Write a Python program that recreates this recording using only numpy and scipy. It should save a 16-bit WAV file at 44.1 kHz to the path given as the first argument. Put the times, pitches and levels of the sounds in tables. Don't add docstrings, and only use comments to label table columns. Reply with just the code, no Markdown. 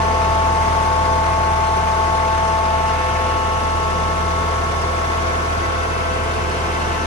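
import sys
import numpy as np
from scipy import signal
from scipy.fft import rfft, irfft, next_fast_len
from scipy.io import wavfile
from scipy.ndimage import uniform_filter1d, map_coordinates

SR = 44100
rng = np.random.default_rng(int(sys.argv[2]) if len(sys.argv) > 2 else 0)


def master_out(mix):
    frames = np.transpose(np.atleast_2d(mix))
    ceiling = np.clip(frames, -1, 1)
    pcm = np.round(ceiling * 32767).astype(np.int16)
    wavfile.write(sys.argv[1], SR, pcm)


N = 311346

# (f/Hz, difference/dB)
LEAN = [(60, -3), (160, -0.5), (270, 3), (740, 0.5), (1220, 2), (2000, -1.5), (3300, 0.5), (5500, 2),
        (7300, 0), (9100, -8.5), (12000, 0)]
LEAD_S = 0.00032
RING_SPACING_M, RING_CREST_M = 0.29, 0.1


def amp(db):
    return 10 ** (np.asarray(db) / 20)


def unit(x):
    return x / np.sqrt(np.mean(np.abs(x) ** 2) + 1e-20)


def along(points, hz):
    f, v = np.transpose(points)
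    return np.interp(np.log(hz + 1), np.log(f + 1), v)


def curves(rows):
    s, *columns = np.transpose(rows)
    return [np.interp(np.arange(N) / SR, s, column) for column in columns]


def wobble(rate):
    knots = rng.standard_normal(1024)
    coarse = np.linspace(0, N, 4096)
    smooth = map_coordinates(knots, [coarse * rate / SR], mode="wrap")
    return np.interp(np.arange(N), coarse, smooth)


def filtered(x, response):
    m = next_fast_len(N + SR // 2)
    hz = np.fft.rfftfreq(m, 1 / SR)
    return irfft(rfft(x, m) * response(hz), m)[..., :N]


def sine(cycles):
    return np.sqrt(2) * np.sin(2 * np.pi * cycles)


def mean_hz(cycles):
    return cycles[-1] * SR / N


def panned(lean_db):
    return amp(np.array([lean_db, -lean_db]).reshape(2, -1) / 2)


def in_house(pair, spectrum):
    # (f/Hz, likeness from 0 to 1)
    likeness = [(60, 0.7), (120, 0.94), (200, 0.61), (380, 0.8), (700, 0.11), (1300, 0.32), (2400, 0.16),
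                (15000, 0.031)]

    def colour(hz):
        angle = np.arccos(np.clip(along(likeness, hz), -1, 1)) / 2
        return amp(along(spectrum, hz)) * [np.cos(angle), np.sin(angle)]

    def arrival(hz):
        return panned(along(LEAN, hz)) * np.exp(1j * np.pi * LEAD_S * np.array([hz, -hz]))

    mid, side = filtered(pair, colour)
    return unit(filtered(np.array([mid + side, mid - side]), arrival))


def standing(cycles, depth, rate, lead=None):
    field = np.array([1 + depth * (wobble(rate) + 1j * wobble(rate)) for ear in range(2)])
    if lead is None:
        hz = SR * np.gradient(cycles)
        lead = 2 * np.pi * np.minimum(LEAD_S * hz, 0.19)
    phase = 2 * np.pi * cycles
    return np.sqrt(2) * np.real(unit(field) * np.exp(1j * np.array([phase + lead, phase])))


def crests(back, reflected, spacing, crest_at):
    offset = back - np.array(crest_at)[:, None]
    return np.abs(1 + np.clip(reflected, 0, 0.9) * np.exp(2j * np.pi * offset / spacing))


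def knocking(cycle, repeat):
    size = 4096
    pattern = signal.resample(rng.standard_normal((2, size)), 4 * size, axis=1)
    place = np.arange(4 * size) / (4 * size)
    same = unit(np.array([np.interp(cycle % 1, place, p) for p in pattern]))
    new = rng.standard_normal((2, N))
    return np.sqrt(repeat) * same + np.sqrt(1 - repeat) * new


def strokes(beats, scatter_db):
    return amp(scatter_db * rng.standard_normal(512))[np.floor(beats).astype(int)]


def firing(cycle, depth):
    cylinders = [0.39, 0.54, 0.33, 0.19]
    beats = len(cylinders) * cycle - 0.94 + 0.5
    number = np.floor(beats).astype(int) % len(cylinders)
    strength = np.array(cylinders)[number] * strokes(beats, scatter_db=4.5)
    return unit(1 + depth * strength * np.sin(np.pi * beats) ** 2)


def smeared(cycles, rad_per_hz=0.00017, rate=70):
    return cycles + rad_per_hz * mean_hz(cycles) * wobble(rate) / (2 * np.pi)


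def among_walls(k, fade_db, back):
    walls = [(3, 0.11, 0.081, 0.055, 0.051), (3, 0.19, 0.54, 0.44, 0.27), (4, 0.08, 0.134, 0.049, 0.058),
             (4, 0.12, 0.48, 0.16, 0.43), (5, 0.4, 0.52, 0.47, 0.268), (5, 0.34, 0.4, 0.23, 0.15),
             (6, 0.51, 0.43, 0.17, 0.21), (6, 0.2, 0.132, 0.08, 0.036), (7, 0.67, 0.82, 0.54, 0.39),
             (7, 0.18, 0.205, 0.17, 0.07), (8, 0.69, 0.248, 0.154, 0.2), (8, 0.73, 0.22, 0.079, 0.091),
             (10, 0.32, 0.22, 0.14, 0.13), (12, 0.67, 0.28, 0.14, 0.12), (13, 0.63, 0.31, 0.16, 0.16),
             (13, 0.44, 0.109, 0.067, 0.062), (14, 0.7, 0.26, 0.114, 0.123), (16, 0.37, 0.43, 0.28, 0.2)]
    echoes = 0
    for partial, share, spacing, *crest_at in walls:
        if partial == k:
            offset = back - np.array(crest_at)[:, None]
            echoes = echoes + share * np.exp(2j * np.pi * offset / spacing)
    return np.abs(amp(-fade_db * back) + echoes)


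def gear(turns, back):
    # (multiple of the gear tone, level before walls and shimmer/dB, left-right difference/dB,
    # fade of the direct sound/dB per m, left lead/rad, growth of the lead/rad per cubic m)
    whine = [(3, -27, 4, 23, 1.46, 7), (4, -20.5, 2.5, 30.5, 1.37, 51), (5, -25.5, 5, 22, 0.49, -32),
             (6, -37.5, 10, -10.5, 2.03, 0), (7, -35, 6, 26, 2.5, 19), (8, -38, -3.5, 4, 1.76, 30),
             (10, -45, 1, 3, -1.7, -2), (12, -47.5, 1, 0, 0.2, 0), (13, -49.5, -3, -4, -0.5, -55),
             (14, -51.5, -3, -4, -1.5, -45), (16, -51.5, 0, 7, 0.5, 0)]
    # (multiple of the gear tone, level relative to one another/dB)
    overtones = [(1, -53), (2, -54), (9, -51.5), (11, -53), (15, -77), (17, -60.5), (19, -59), (22, -59)]
    level_db, weak_level_db = 0.03, 1
    shimmer_db, flicker_db = 0.15, 3.9
    jerk_rad, jitter_rad = 0.008, 0.029
    unrest = (jerk_rad * sine(2 * turns) + jitter_rad * wobble(30)) / (2 * np.pi)
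    mesh = 11.183 * turns + unrest
    out = np.zeros((2, N))
    for k, db, lean_db, fade_db, lead, lead_growth in whine:
        gain = amp(level_db + db + shimmer_db * k * wobble(24)) * panned(lean_db)
        cycles = smeared(k * mesh) + rng.random()
        tone = standing(cycles, depth=0.0038 * k, rate=2.22, lead=lead + lead_growth * back ** 3)
        out += gain * among_walls(k, fade_db, back) * tone
    reflection = crests(back, 0.25, RING_SPACING_M, [RING_CREST_M])
    for k, db in overtones:
        gain = amp(weak_level_db + db + flicker_db * wobble(31)) * reflection
        cycles = smeared(k * mesh) + rng.random()
        out += gain * standing(cycles, depth=0.25, rate=1.9)
    return out * (1 + 0.064 * sine(turns))


def exhaust(cycle, load_db):
    # (multiple of the four-stroke cycle rate, level before load and wavering/dB)
    boom = [(4, -34.5), (5, -66), (7, -82), (8, -26), (9, -47.5), (11, -48.5), (12, -40.5), (13, -57),
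            (14, -47.5), (15, -50.5), (24, -47), (44, -44.5), (52, -45.5), (55, -65), (70, -40), (72, -39),
            (144, -51), (216, -48.5), (222, -53)]
    out = np.zeros((2, N))
    for k, db in boom:
        hz = mean_hz(k * cycle)
        tone = standing(k * cycle, depth=0.55 * hz / 1000, rate=1.362)
        out -= amp(db) * panned(along(LEAN, hz)) * tone
    return out * amp(load_db + 0.5 * wobble(35))


def block(cycle, back, surplus, load_db):
    # (f/Hz, level per Hz/dB)
    thud_colour = [(20, -22), (35, -22), (52, -9), (85, 3), (130, -1), (205, -3.5), (255, -1.5), (310, -2),
                   (400, 2.5), (520, 0.5), (750, -3.5), (1200, -2.5), (3000, -104)]
    thuds = knocking(cycle, repeat=0.099) * firing(cycle, depth=0.19)
    level_db = -29 + 0.2 * surplus + load_db / 2 + 4 * back
    return amp(level_db) * in_house(thuds, thud_colour)


def panels(cycle, back, surplus, load_db):
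    # (f/Hz, level per Hz/dB)
    drone_colour = [(200, -43), (450, -37), (620, 9.5), (780, 13), (960, 5.5), (1080, 17.5), (1170, 10),
                    (1280, 9.5), (1500, -17), (3000, -52)]
    ears = [1, 0.4]
    drone = knocking(cycle, repeat=0.45) * firing(cycle, depth=0.22) * amp(0.7 * wobble(20))
    near_db = 2 * np.array(ears)[:, None] * np.exp(-(back / 0.061) ** 2)
    level_db = -29 + 0.2 * surplus + load_db / 2 + near_db - 6 * back
    return amp(level_db) * in_house(drone, drone_colour)


def bursts(pair, depth_db):
    z = signal.stft(pair, nperseg=256)[2]
    patches = rng.standard_normal(z.shape[1:])
    patches = uniform_filter1d(patches, size=5, axis=0)
    patches = uniform_filter1d(patches, size=4, axis=1)
    return signal.istft(z * amp(depth_db * unit(patches)), nperseg=256)[1][:, :N]


def off_panel(x, back):
    centre_hz, width_hz = 2520, 650
    ring = filtered(x, lambda hz: np.exp(-((hz - centre_hz) / width_hz) ** 2))
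    return x + ring * (crests(back, 0.14, RING_SPACING_M, [RING_CREST_M]) - 1)


def clatter(cycle, back, surplus):
    # (f/Hz, level per Hz/dB)
    clatter_colour = [(400, -61), (900, 6.5), (1200, -11.5), (1430, 6), (1620, 1), (1730, 2.5), (1860, -2),
                      (2150, 1.5), (2300, -3), (2700, -4.5), (3100, -5.5), (4100, -10.5), (6200, -9.5),
                      (7300, -17), (9200, -18), (11000, -23.5), (12200, -46), (14000, -24.5), (15000, -29)]
    rattle = bursts(knocking(cycle, repeat=0.15) * firing(cycle, depth=0.22), depth_db=1.4)
    level_db = -29 + 0.25 * surplus - 1.4 * back
    return amp(level_db) * off_panel(in_house(rattle, clatter_colour), back)


def fan(turns, back):
    # (multiple of the blade rate, level before fading and wavering/dB, left-right difference/dB,
    # fade/dB per m, left lead/rad, share of the waver)
    partials = [(1, -36.5, -5, 12, -0.46, 0), (2, -44.5, 3, -13, -1.27, 0.063),
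                (3, -38.5, 1, 0, 0.29, 0.87), (4, -43.5, 5.5, -9, 1.84, 0.61), (5, -39.5, -11, 29, 1.2, 0),
                (6, -48.5, -4, -25, 1.3, 0.25)]
    # (t/s, level change at full share/dB)
    waver = [(0, 1), (.25, 5.5), (.55, -6), (1.15, 10), (1.45, -7), (1.8, -6), (2.15, 3.5), (2.6, -6),
             (3, 4.5), (3.7, 1), (4.6, 3), (5, -1), (5.5, -0.5), (5.75, 0), (6.3, 2.5), (7.06, -0.5)]
    blades = 8.628 * turns + 0.042 * wobble(3.018)
    waver_db, = curves(waver)
    out = np.zeros((2, N))
    for k, db, lean_db, fade_db, lead, waver_share in partials:
        level_db = db - fade_db * back + waver_share * waver_db + 1.76 * wobble(9)
        tone = standing(k * blades + rng.random(), depth=0.12, rate=1.68, lead=lead)
        out += amp(level_db) * panned(lean_db) * tone
    return out


def engine_bay(cycle, back):
    # (f/Hz, level per Hz/dB)
    bay_colour = [(700, -40), (1150, -29), (1330, 1), (1450, 9), (1600, 2), (2100, -36)]
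    gap_at_m, reach_m = 0.33, 0.068
    rasp = knocking(cycle, repeat=0.85) * firing(cycle, depth=0.43)
    nearness = np.exp(-((back - gap_at_m) / reach_m) ** 2)
    return amp(-36) * nearness * in_house(rasp, bay_colour)


def injectors(cycle):
    # (f/Hz, level per Hz/dB)
    tick_colour = [(700, -21), (1350, 17), (1800, -8), (2400, 7), (4000, -17), (6000, -12), (9500, -18),
                   (12000, -47)]
    strengths = [1, 1, 0.39, 0.82]
    decay_s = 0.0045
    beats = len(strengths) * cycle - 0.6
    age_s = beats % 1 / (np.gradient(beats) * SR)
    number = np.floor(beats).astype(int) % len(strengths)
    strength = np.array(strengths)[number] * strokes(beats, scatter_db=1.5)
    ticks = strength * np.exp(-age_s / decay_s) * rng.standard_normal((2, N))
    return amp(-39.5) * in_house(ticks, tick_colour)


def scene():
    # (t/s, crankshaft speed/rpm)
    speed = [(0, 1184.3), (.4, 1182.2), (.72, 1185.1), (1.2, 1182.3), (1.6, 1181), (2.5, 1181.3),
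             (2.75, 1180), (3.1, 1181.3), (3.5, 1180.2), (4.2, 1181), (4.65, 1183), (4.9, 1181.8),
             (5.3, 1183.5), (5.7, 1181.6), (6.05, 1180.5), (6.45, 1182), (6.6, 1184.8), (7.06, 1184.3)]
    # (t/s, distance back from the closest point/m)
    path = [(0, .065), (.45, .035), (.9, .015), (2.3, .027), (2.75, .05), (3.35, .18), (4.2, .219),
            (5, .286), (6, .358), (7.06, .446)]
    # (t/s, level change/dB)
    load = [(0, 3), (.7, 1.5), (1.5, 1), (2.6, -0.5), (5, 0.24), (7.06, -1)]
    (rpm,), (back,), (load_db,) = curves(speed), curves(path), curves(load)
    turns = np.cumsum(rpm) / 60 / SR
    cycle = turns / 2
    surplus = rpm - 1182
    engine = gear(turns, back) + exhaust(cycle, load_db)
    body = block(cycle, back, surplus, load_db) + panels(cycle, back, surplus, load_db)
    details = clatter(cycle, back, surplus) + engine_bay(cycle, back) + injectors(cycle)
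    return engine + body + details + fan(turns, back)


def record(dry):
    edges = signal.windows.tukey(N, 0.0004)
    return filtered(dry * edges, lambda hz: hz < 15300)


dry = scene()
out = record(dry)
master_out(out)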